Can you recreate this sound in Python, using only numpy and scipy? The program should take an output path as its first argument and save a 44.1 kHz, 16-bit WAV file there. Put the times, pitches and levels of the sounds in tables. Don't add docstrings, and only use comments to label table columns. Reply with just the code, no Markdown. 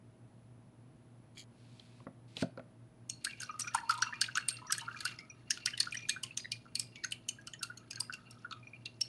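import sys
import numpy as np
from scipy import signal
from scipy.fft import rfft, irfft, next_fast_len
from scipy.io import wavfile
from scipy.ndimage import uniform_filter1d, map_coordinates

SR = 44100
rng = np.random.default_rng(int(sys.argv[2]) if len(sys.argv) > 2 else 0)


def unload_audio(sound):
    columns = np.transpose(np.atleast_2d(sound))
    steps = np.round(np.clip(columns, -1, 1) * 32767)
    wavfile.write(sys.argv[1], SR, steps.astype(np.int16))


N = 400428


def amp(db):
    return 10 ** (np.asarray(db) / 20)


def unit(x):
    return x / np.sqrt(np.mean(x ** 2) + 1e-20)


def along(points, hz):
    f, v = np.transpose(points)
    return np.interp(np.log(hz + 1), np.log(f + 1), v)


def curves(rows):
    s, *cols = np.transpose(rows)
    return [np.interp(np.arange(N) / SR, s, c, -120, -120) for c in cols]


def wobble(rate):
    return map_coordinates(rng.standard_normal(int(N * rate / SR) + 4), [np.arange(N) * rate / SR])


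def filtered(x, response):
    m = next_fast_len(len(x) + len(x) // 16 + 2048)
    return irfft(rfft(x, m) * response(np.fft.rfftfreq(m, 1 / SR)), m)[:len(x)]


def band(hz, width_hz):
    return lambda f: 1j * f * width_hz / (hz * hz - f * f + 1j * f * width_hz)


def steep(hz, width_hz):
    return lambda f: band(hz, width_hz)(f) * band(hz, 3 * width_hz)(f)


def puff(size, hz, width_hz):
    return unit(filtered(rng.standard_normal(size), steep(hz, width_hz)))


def add(track, s, sound):
    part = track[round(s * SR):][:len(sound)]
    part += sound[:len(part)]


def ringing(modes, t, spread_db):
    return sum(amp(db + rng.normal(0, spread_db) - 60 * t / t60) * np.sin(2 * np.pi * hz * t)
               for hz, db, t60 in modes)


def stirred(over_db, t60):
    t, out = np.arange(SR // 2) / SR, np.ones(N)
    for s, db, *_ in BRUSH_TAPS:
        add(out, s, amp(db + over_db - 60 * t / t60))
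    return out


# [dB, relative]
AIR_COLOUR = [(15, -37.5), (25, -12), (82, -21), (96, -14.5), (118, -4.5), (146, -10), (232, -14.5),
              (343, -16.5), (411, -22.5), (622, -26), (895, -27.5), (1320, -33), (7690, -50), (10200, -44),
              (12300, -71.5), (16000, -103), (22000, -120)]
# pitch_hz [Hz], level_db [dB rms]
HUM_TONES = [(58.3, -81), (116.54, -63), (120.01, -66), (240, -69), (640.6, -77), (10055, -83.5)]
AIR_DB = -60
BEAT_LEAD_S = .053


def background():
    t = np.arange(N) / SR + BEAT_LEAD_S
    air = unit(filtered(rng.standard_normal(N), lambda f: amp(along(AIR_COLOUR, f))))
    tones = sum(amp(db + 3 + 0.61 * wobble(1.6)) * np.sin(2 * np.pi * hz * t + 0.27 * wobble(2.4))
                for hz, db in HUM_TONES)
    return amp(AIR_DB + 0.18 * wobble(2.5)) * air + tones


# freq_hz [Hz], t60_s [s]
ROOM_DECAY = [(300, 0.27), (2000, 0.29), (6000, 0.18), (11000, 0.22)]


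def room(x):
    out, step = np.zeros(N), SR // 3
    for start in range(0, N, step):
        hz, t, z = signal.stft(rng.standard_normal(SR // 3), SR, nperseg=256)
        decay = amp(-60 * t / along(ROOM_DECAY, hz)[:, None])
        tail = signal.istft(z * decay, SR, nperseg=256)[1]
        reflections = signal.fftconvolve(x[start:start + step], tail / np.linalg.norm(tail))
        add(out, start / SR + .015, reflections)
    return out


# time_s [s], level_db [dB rms]
SCRAPE_STROKE = [(1.35, -72), (1.37, -61), (1.373, -56.5), (1.385, -49.5), (1.415, -53), (1.432, -61),
                 (1.445, -77)]
# [dB, relative]
EDGE_MODES = [(2360, 300, -4.5), (3260, 280, -1), (4300, 1200, -3.5), (6600, 1000, -6), (8800, 2000, -21)]


def scrape():
    grains = rng.standard_normal(N) * amp(4 * wobble(400))
    edge = lambda f: sum(amp(db) * steep(hz, w)(f) for hz, w, db in EDGE_MODES)
    out = amp(curves(SCRAPE_STROKE)[0]) * unit(filtered(grains, edge))
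    t = np.arange(SR // 30) / SR
    catch = ringing([(hz, 0, .025) for hz, *_ in EDGE_MODES[:2]], t, spread_db=6)
    add(out, SCRAPE_STROKE[2][0], amp(-44) * catch)
    return out


# start_s [s], level_db [dB]; within each knock shell_db [dB],
# note_hz [Hz], note_db [dB], click_db [dB, before a 5 dB cut], click_hz [Hz]
TABLE_KNOCKS = [(1.796, -51, -10, 1310, -4, 14, 3520), (2.002, -49, -15, 1070, 2.5, -7, 2260),
                (2.067, -31, -6, 1150, -1, -44, 2010), (2.368, -32.5, -12.5, 1060, -21, 10.5, 3120),
                (2.424, -22, 0.5, 1410, -5.5, -11, 3930), (2.574, -31, -11.5, 1360, -4, -17, 4300),
                (2.594, -32.5, -16, 1380, -6, -11.5, 2160)]
# pitch_hz [Hz], level_db [dB, relative], t60_s [s]
SHELL_MODES = [(120, -9.5, 0.17), (166, -2, 0.11), (212, 0, 0.077), (253, 3, 0.063), (333, -9.5, 0.08),
               (549, -13.5, 0.11), (657, -5.5, 0.079), (716, -17.5, 0.12)]
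# time_s [s], level_db [dB]
PAPER_SLIDES = [
    [(1.5, -84), (1.6, -72.5), (1.8, -67.5), (1.98, -71), (2.06, -75)],
    [(2.28, -70), (2.35, -69), (2.372, -50), (2.40, -49), (2.424, -40.5), (2.45, -77)],
]
# [dB, relative]
PAPER_COLOUR = [(530, -38), (900, -15), (1700, -7), (2490, 0.5), (2960, -3), (4110, 0.5), (4540, -2),
                (6370, -10), (9340, -10), (11000, -26.5), (12300, -13.5), (16000, -68), (22000, -120)]


def pumpkin():
    out, t = np.zeros(N), np.arange(SR // 4) / SR
    for s, db, shell_db, hz, note_db, click_db, click_hz in TABLE_KNOCKS:
        thud = amp(shell_db) * ringing(SHELL_MODES, t, spread_db=0.0)
        thud = thud + amp(-6.5 - 60 * t / 0.056) * puff(len(t), 565, 155)
        note = puff(len(t), hz, 140) + amp(-14.5) * puff(len(t), 1.68 * hz, 120)
        note = amp(note_db - 60 * t / 0.022) * note
        click = amp(click_db - 60 * t / 0.019) * puff(len(t), click_hz, 590)
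        soft_onset = 1 - np.exp(-t / 0.0024)
        add(out, s, amp(db) * soft_onset * (thud + note) + amp(db - 5) * click)
    knocks = filtered(out, lambda f: (1j * f / (85 + 1j * f)) ** 2)
    stroke = sum(amp(curves(slide)[0]) for slide in PAPER_SLIDES)
    grains = rng.standard_normal(N) * amp(1.2 * wobble(300))
    return knocks + stroke * unit(filtered(grains, lambda f: amp(along(PAPER_COLOUR, f))))


# [dB, before splash bursts]
WATER_MOTION = [(3.0, -83, -102), (3.3, -92, -66.5), (3.5, -62, -75.5), (3.95, -51, -71), (4.4, -71.5, -72),
                (4.78, -57, -76), (5.12, -56, -67), (5.3, -74, -85.5), (5.75, -80.5, -70),
                (6.05, -69, -71.5), (6.6, -89, -81.5), (7.9, -69, -82.5), (8.15, -65, -79.5),
                (8.9, -84, -83.5), (9.08, -94, -77)]
SPLASH_DB, SETTLE_S = 59.5, 0.07


def fizz():
    lumps = amp(2.5 * wobble(150) + 2.5 * wobble(30))
    wash = filtered(puff(N, 3100, 4100), band(4400, 4000)) + amp(-16.5) * puff(N, 10000, 1100)
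    return amp(curves(WATER_MOTION)[1]) * stirred(SPLASH_DB, SETTLE_S) * unit(lumps * wash)


# [dB, relative]
SPRAYED_NOTES = [(2255, -7.5), (2420, 0.5), (2750, 4.5), (4340, -3.5)]
DROPS_DB = 7.5


def droplets():
    drops = rng.standard_normal(N) * amp(7.4 * wobble(60))
    wall = lambda f: sum(amp(db) * steep(hz, hz / 28)(f) for hz, db in SPRAYED_NOTES)
    return amp(curves(WATER_MOTION)[1] + DROPS_DB) * stirred(36, .3) * unit(filtered(drops, wall))


def bubble(t, hz, t60, rise):
    swell = amp(-60 * t / t60) * (1 - np.exp(-t / 0.0016)) ** 2
    return swell * np.sin(2 * np.pi * hz * (t + rise * t * t / t60))


# [Hz, at the start]
PLOPS = [(3.245, -41, 1428), (3.266, -25.5, 1550), (3.405, -39, 1580), (3.426, -34.5, 1474),
         (3.494, -24, 1229), (3.595, -38.5, 1250), (3.639, -44, 1240), (3.67, -28.5, 1387),
         (3.718, -49, 1800), (3.747, -15, 920), (3.745, -18.5, 1312), (3.776, -29, 1660), (3.896, -8, 1277),
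         (4.023, -15.5, 1396), (4.065, -31, 1277), (4.125, -29, 1700), (4.214, -23.5, 1497),
         (4.283, -30.5, 1496), (4.353, -28.5, 1278), (4.371, -16, 1390), (4.51, -41.5, 1520),
         (4.617, -39.5, 1000), (4.647, -42, 1010), (4.67, -52, 970), (4.697, -28, 1610),
         (4.702, -25.5, 1264), (4.724, -27.5, 1500), (4.779, -30.5, 1656), (4.815, -38, 920),
         (4.83, -41, 920), (4.879, -24.5, 1348), (4.941, -41, 1640), (4.957, -37, 1303), (5.005, -40, 1670),
         (5.053, -19, 1385), (5.187, -38.5, 2115), (5.505, -25.5, 1610), (5.571, -41, 1433),
         (5.66, -31.5, 1432), (5.673, -29, 1830), (5.732, -36, 1666), (5.776, -41, 1940),
         (5.805, -32, 1740), (5.845, -50, 1700), (5.869, -28, 1382), (5.943, -33.5, 1830),
         (6.089, -25, 1630), (6.162, -30, 1473), (6.235, -44, 1060), (6.444, -37, 1926),
         (6.654, -48.5, 1360), (7.036, -30, 1776), (7.043, -27.5, 1453), (7.385, -41, 1636),
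         (7.473, -46.5, 1375), (7.536, -44, 1840), (7.61, -41.5, 1500), (7.629, -31, 1360),
         (7.699, -30.5, 1417), (7.928, -47, 1620), (7.97, -38.5, 1590), (8.003, -43, 977),
         (8.096, -30, 1448), (8.133, -41, 1510), (8.446, -27.5, 1390), (8.509, -35, 1278),
         (8.523, -38.5, 1323)]
# time_s [s], pitch_hz [Hz]
LARGEST_POCKET = [(3.3, 1470), (3.5, 1170), (3.73, 1270), (3.76, 894), (4.12, 966), (4.2, 1262), (9, 1272)]
PLOP_T60_S, SHORTER_DB_PER_DB = 0.057, 0.17
GLIDE, STILL_HZ = 0.056, 1164


def bubbles():
    out, crowd, t = np.zeros(N), np.zeros(N), np.arange(SR // 6) / SR
    for s, db, hz in PLOPS:
        flutter = amp(5.24 * puff(len(t), 100, 49))
        t60 = PLOP_T60_S * amp(-SHORTER_DB_PER_DB * (db + 36.5))
        rise = GLIDE * max(hz / STILL_HZ - 1, 0) * max(db + 36, 0)
        add(out, s, amp(db) * flutter * bubble(t, hz, t60, rise))
    for when, pitch, size, bend in rng.uniform(0, 1, (1100, 4)):
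        s = 3 + when * (N / SR - 3)
        hz = np.interp(s, *np.transpose(LARGEST_POCKET)) * amp(5 * pitch ** 4)
        blunt = bubble(t[:1500], hz, 55 / hz, rise=.06 * (bend - .3))
        add(crowd, s, amp(-2.2 * np.log(size)) * blunt)
    gurgle = amp(curves(WATER_MOTION)[0]) * unit(crowd)
    return filtered(out + gurgle, lambda f: 1 / (1 + (780 / (f + 1)) ** 6))


# [dB, relative]
JAR_MODES = [(927, 1.9, 11), (1184, 24, 13), (2210, 6.3, 2), (2448, 40, 11), (2680, 8.9, 2.5),
             (4328, 150, 12.5), (6700, 360, 2.5), (8880, 300, -14.5)]


def glass(x):
    return filtered(x, lambda f: sum((-1) ** k * amp(db) * band(hz, w)(f)
                                     for k, (hz, w, db) in enumerate(JAR_MODES)))


# [s, held within 0.015 to 0.4 when played]
WALL_NOTES = [(1245, [(3.54, -40, 0.14), (3.912, -30.5, 0.12), (3.94, -36, 0.15), (4.13, -43, .1),
              (8.556, -52, 0.24)]), (2273, [(3.27, -53, 0.43), (5.205, -51.5, 0.24), (6.965, -49.5, 0.29),
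              (7.15, -57, 0.11)]), (2416, [(3.331, -32, 0.028), (3.49, -41.5, 0.073), (3.644, -35, 0.031),
              (3.677, -28.5, 0.046), (4.135, -42, 0.15), (4.964, -35.5, 0.053), (5.3, -43.5, 0.099),
              (5.924, -26, 0.039), (5.97, -29.5, 0.031), (5.99, -48, 0.22), (6.026, -43.5, 0.1),
              (6.052, -34, 0.032), (6.106, -36, 0.17), (6.523, -33.5, 0.064), (6.545, -58, 0.11),
              (6.761, -46, 0.21), (6.818, -52, 0.16), (8.628, -49, 0.083), (8.67, -37, 0.04),
              (8.732, -41.5, 0.11)]), (2630, [(6.307, -35, 0.038)]), (2740, [(3.105, -57, 0.15),
              (3.308, -48, 0.085), (3.52, -58, 0.13), (4.07, -42.5, 0.14), (3.417, -42, 0.059),
              (3.607, -46, 0.049), (4.42, -48, 0.45), (4.506, -49, 0.33), (4.541, -50, 0.22),
              (4.912, -41, .03), (5.054, -38.5, 0.23), (7.63, -31, 0.032), (8.133, -37.5, 0.099),
              (8.3, -45, 0.026), (8.857, -35, 0.08)]), (2990, [(4.806, -38.5, 0.081), (5.735, -29, 0.05),
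              (5.945, -37, 0.08), (6.236, -17, 0.014), (7.123, -17, 0.021), (7.14, -59, 0.17),
              (7.288, -23.5, 0.028), (7.475, -36.5, 0.029), (7.535, -43, 0.072), (9.018, -46, 0.1)]),
              (3920, [(4.808, -40, 0.052), (6.446, -38.5, 0.048)]), (4900, [(4.215, -23, 0.036),
              (4.24, -57, .25)]), (4320, [(3.104, -48.5, 0.28), (3.13, -53, 0.16), (3.76, -51, 0.28),
              (3.83, -57, 0.33), (4.39, -44, 0.15), (4.5, -53, 0.16), (4.735, -39.5, 0.15),
              (5.06, -49, 0.16), (7.773, -38, 0.028), (6.117, -47, 0.074), (7.958, -31, 0.029),
              (9.046, -47.5, 0.073)]), (4880, [(6.39, -45, 0.24), (6.812, -52, 0.32), (8.005, -14, 0.016),
              (8.03, -50, 0.23)]), (5806, [(3.445, -49, 0.097), (3.511, -41.5, 0.025),
              (3.617, -20.5, 0.028), (3.647, -46, 0.082), (3.677, -33, 0.048), (4.021, -19.5, 0.04),
              (4.668, -47, 0.18), (5.298, -37, 0.04), (5.969, -28, 0.043), (6.022, -46, 0.047),
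              (8.67, -56.5, 0.063)]), (5490, [(7.592, -38, 0.026), (8.31, -42, 0.031), (9.015, -6, 0.018)]),
              (6445, [(3.097, -41, 0.021), (4.214, -26, 0.03), (6.093, -14, 0.016), (6.236, -34, 0.027),
              (6.374, -50, 0.044), (7.91, -29, 0.023), (7.957, -30, 0.022), (7.046, -51.5, .025)]),
              (8670, [(4.524, -37.5, 0.092), (8.004, -26.5, 0.04)])]
WANDER = 0.013


def pings():
    out, t = np.zeros(N), np.arange(SR // 5) / SR
    for hz, notes in WALL_NOTES:
        for s, db, t60 in notes:
            flutter = amp(2.3 * puff(len(t), 60, 88))
            shake = np.cumsum(WANDER * puff(len(t), 70, 120)) / SR
            swell = amp(-60 * t / np.clip(t60, .015, .4)) * (1 - np.exp(-t / 0.0013)) ** 2
            add(out, s, amp(db) * flutter * swell * np.sin(2 * np.pi * hz * (t + shake)))
    return out


TICKS_DB, RATTLE_DB, RATTLE_S = 2.5, 51.5, 0.16


def ticks():
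    out, t = np.zeros(N), np.arange(SR // 80) / SR
    for when, size, note in rng.uniform(0, 1, (700, 3)):
        scratch = amp(-60 * t / 0.028) * puff(len(t), 1800 * amp(9.7 * note), 800)
        add(out, 3.1 + when * (N / SR - 3.1), amp(-2.5 * np.log(size)) * scratch)
    return amp(curves(WATER_MOTION)[1] + TICKS_DB) * stirred(RATTLE_DB, RATTLE_S) * unit(out)


# [dB, before halving]
BRUSH_TAPS = [(3.0976, -29, 6250, 3), (3.2469, -27, 4200, 9), (3.4034, -37.5, 6540, 1),
              (3.418, -40, 4840, 7), (3.432, -40, 4670, 1), (3.596, -29, 5630, 8), (3.606, -33, 5600, 10),
              (3.674, -42.5, 5660, -13), (3.738, -45.5, 3360, 1), (3.7472, -25, 5630, 9),
              (3.894, -28.5, 4600, 0), (3.908, -31, 5100, -0.5), (3.939, -43, 4400, 21.5),
              (3.977, -42.5, 3740, 3), (3.989, -48, 3570, 5), (4.021, -28.5, 4760, -6),
              (4.064, -49, 2700, -20), (4.09, -55, 2900, -13), (4.137, -49.5, 2500, -20),
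              (4.214, -18.5, 4480, -6), (4.354, -29.5, 6000, -18), (4.373, -28.5, 2980, 5.5),
              (4.4858, -20, 4720, 11), (4.7062, -37, 5700, -24), (4.668, -52.5, 5030, -24),
              (4.7231, -20, 5800, 9), (4.742, -52, 4540, -14.5), (4.781, -32.5, 6940, 20),
              (4.81, -48, 4050, 5), (4.959, -61, 5500, -28), (4.972, -49.5, 6170, -33),
              (4.989, -49, 4600, -20), (5.005, -37, 4300, 4), (5.052, -29, 4900, 4.5),
              (5.075, -47.5, 4280, -8), (5.105, -54, 3100, -10), (5.188, -40.5, 5150, -39),
              (5.5066, -20.5, 5620, -4.5), (5.574, -40.5, 3030, -21), (5.6589, -21.5, 5230, -2),
              (5.7767, -35, 3760, -4), (5.8021, -19, 4620, -2), (5.922, -41, 2860, 6),
              (5.9463, -40, 5750, 10), (5.972, -47, 5800, -38), (6.087, -39.5, 6700, -0.5),
              (6.0942, -23.5, 3700, 2), (6.234, -31.5, 5070, 8), (6.374, -27, 6200, -1.5),
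              (6.5185, -27.5, 4780, -3), (6.754, -25.5, 4530, 0.5), (6.796, -23.5, 5300, 13.5),
              (6.9577, -41.5, 2660, -28.5), (7.0382, -35, 4120, -26), (7.0459, -32, 6360, 0),
              (7.11, -45, 4270, 8), (7.1212, -30.5, 2990, 6.5), (7.2878, -30, 6340, 0),
              (7.414, -59, 5860, 3), (7.472, -38, 4820, -3), (7.5353, -39.5, 6840, -33),
              (7.63, -29.5, 4660, 4.5), (7.774, -48.5, 6560, 3), (7.9085, -36, 5150, -2),
              (7.931, -43, 5430, -3), (7.957, -44.5, 4740, -1), (7.994, -56, 4220, -23),
              (8.0027, -30.5, 5600, 14), (8.125, -42, 4660, -12), (8.1373, -39.5, 5100, 0),
              (8.309, -47.5, 5540, 12), (8.391, -65, 5360, -13), (8.5104, -41.5, 4030, -39),
              (8.5246, -37, 3660, -38.5), (8.8574, -35, 3560, -14.5), (9.0113, -29.5, 5440, -1)]
LOW_CLINK_DB = -9.5


def taps():
    out, t, lead = np.zeros(N), np.arange(SR // 12) / SR, .008
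    after = np.maximum(t - lead, 0)
    decay = amp(-60 * after / 0.0046) + amp(-10.0 - 60 * after / 0.037)
    blow = (1 - np.exp(-after / 0.00051)) * decay
    lead_in = amp(-18.0) * (t / lead) ** 2 * (t < lead + .001)
    for s, db, hz, treble_db in BRUSH_TAPS:
        shape = lead_in + blow * amp(2.64 * puff(len(t), 248, 270))
        resonance_hz = 2500 * amp(13 * rng.uniform(0, 1, 11))

        def colours(f):
            treble = steep(8800, 1100)(f) + amp(-9.5) * steep(11000, 2500)(f)
            low_clink = amp(LOW_CLINK_DB) * steep(2850, 600)(f)
            return steep(hz, 700)(f) + amp(treble_db) / 2 * treble + low_clink

        resonances = lambda f: amp(-3) + sum(band(mode_hz, 260)(f) for mode_hz in resonance_hz)
        crack = filtered(shape * rng.standard_normal(len(t)), lambda f: colours(f) * resonances(f))
        peak = np.sqrt(uniform_filter1d(crack ** 2, size=66).max())
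        add(out, s - lead, amp(db) * crack / peak)
    return out


def scene():
    blows, wash, plops = taps() + ticks(), fizz(), bubbles() + droplets()
    wall = amp(-3.5) * glass(blows + amp(1.0) * wash + amp(-7.0) * plops)
    table = blows + wash + plops + wall + pings() + pumpkin()
    return (table + amp(-17.0) * room(table) + scrape() + background())[None]


# freq_hz [Hz], gain_db [dB]
MIC_RESPONSE = [(30, -14.5), (70, 0), (110, -1), (11500, -2), (12400, -30.5), (15000, -16.5)]
TOP_HZ = 15700


def record(dry):
    return filtered(dry[0], lambda f: amp(along(MIC_RESPONSE, f)) * (f < TOP_HZ))[None]


dry = scene()
out = record(dry)
unload_audio(out)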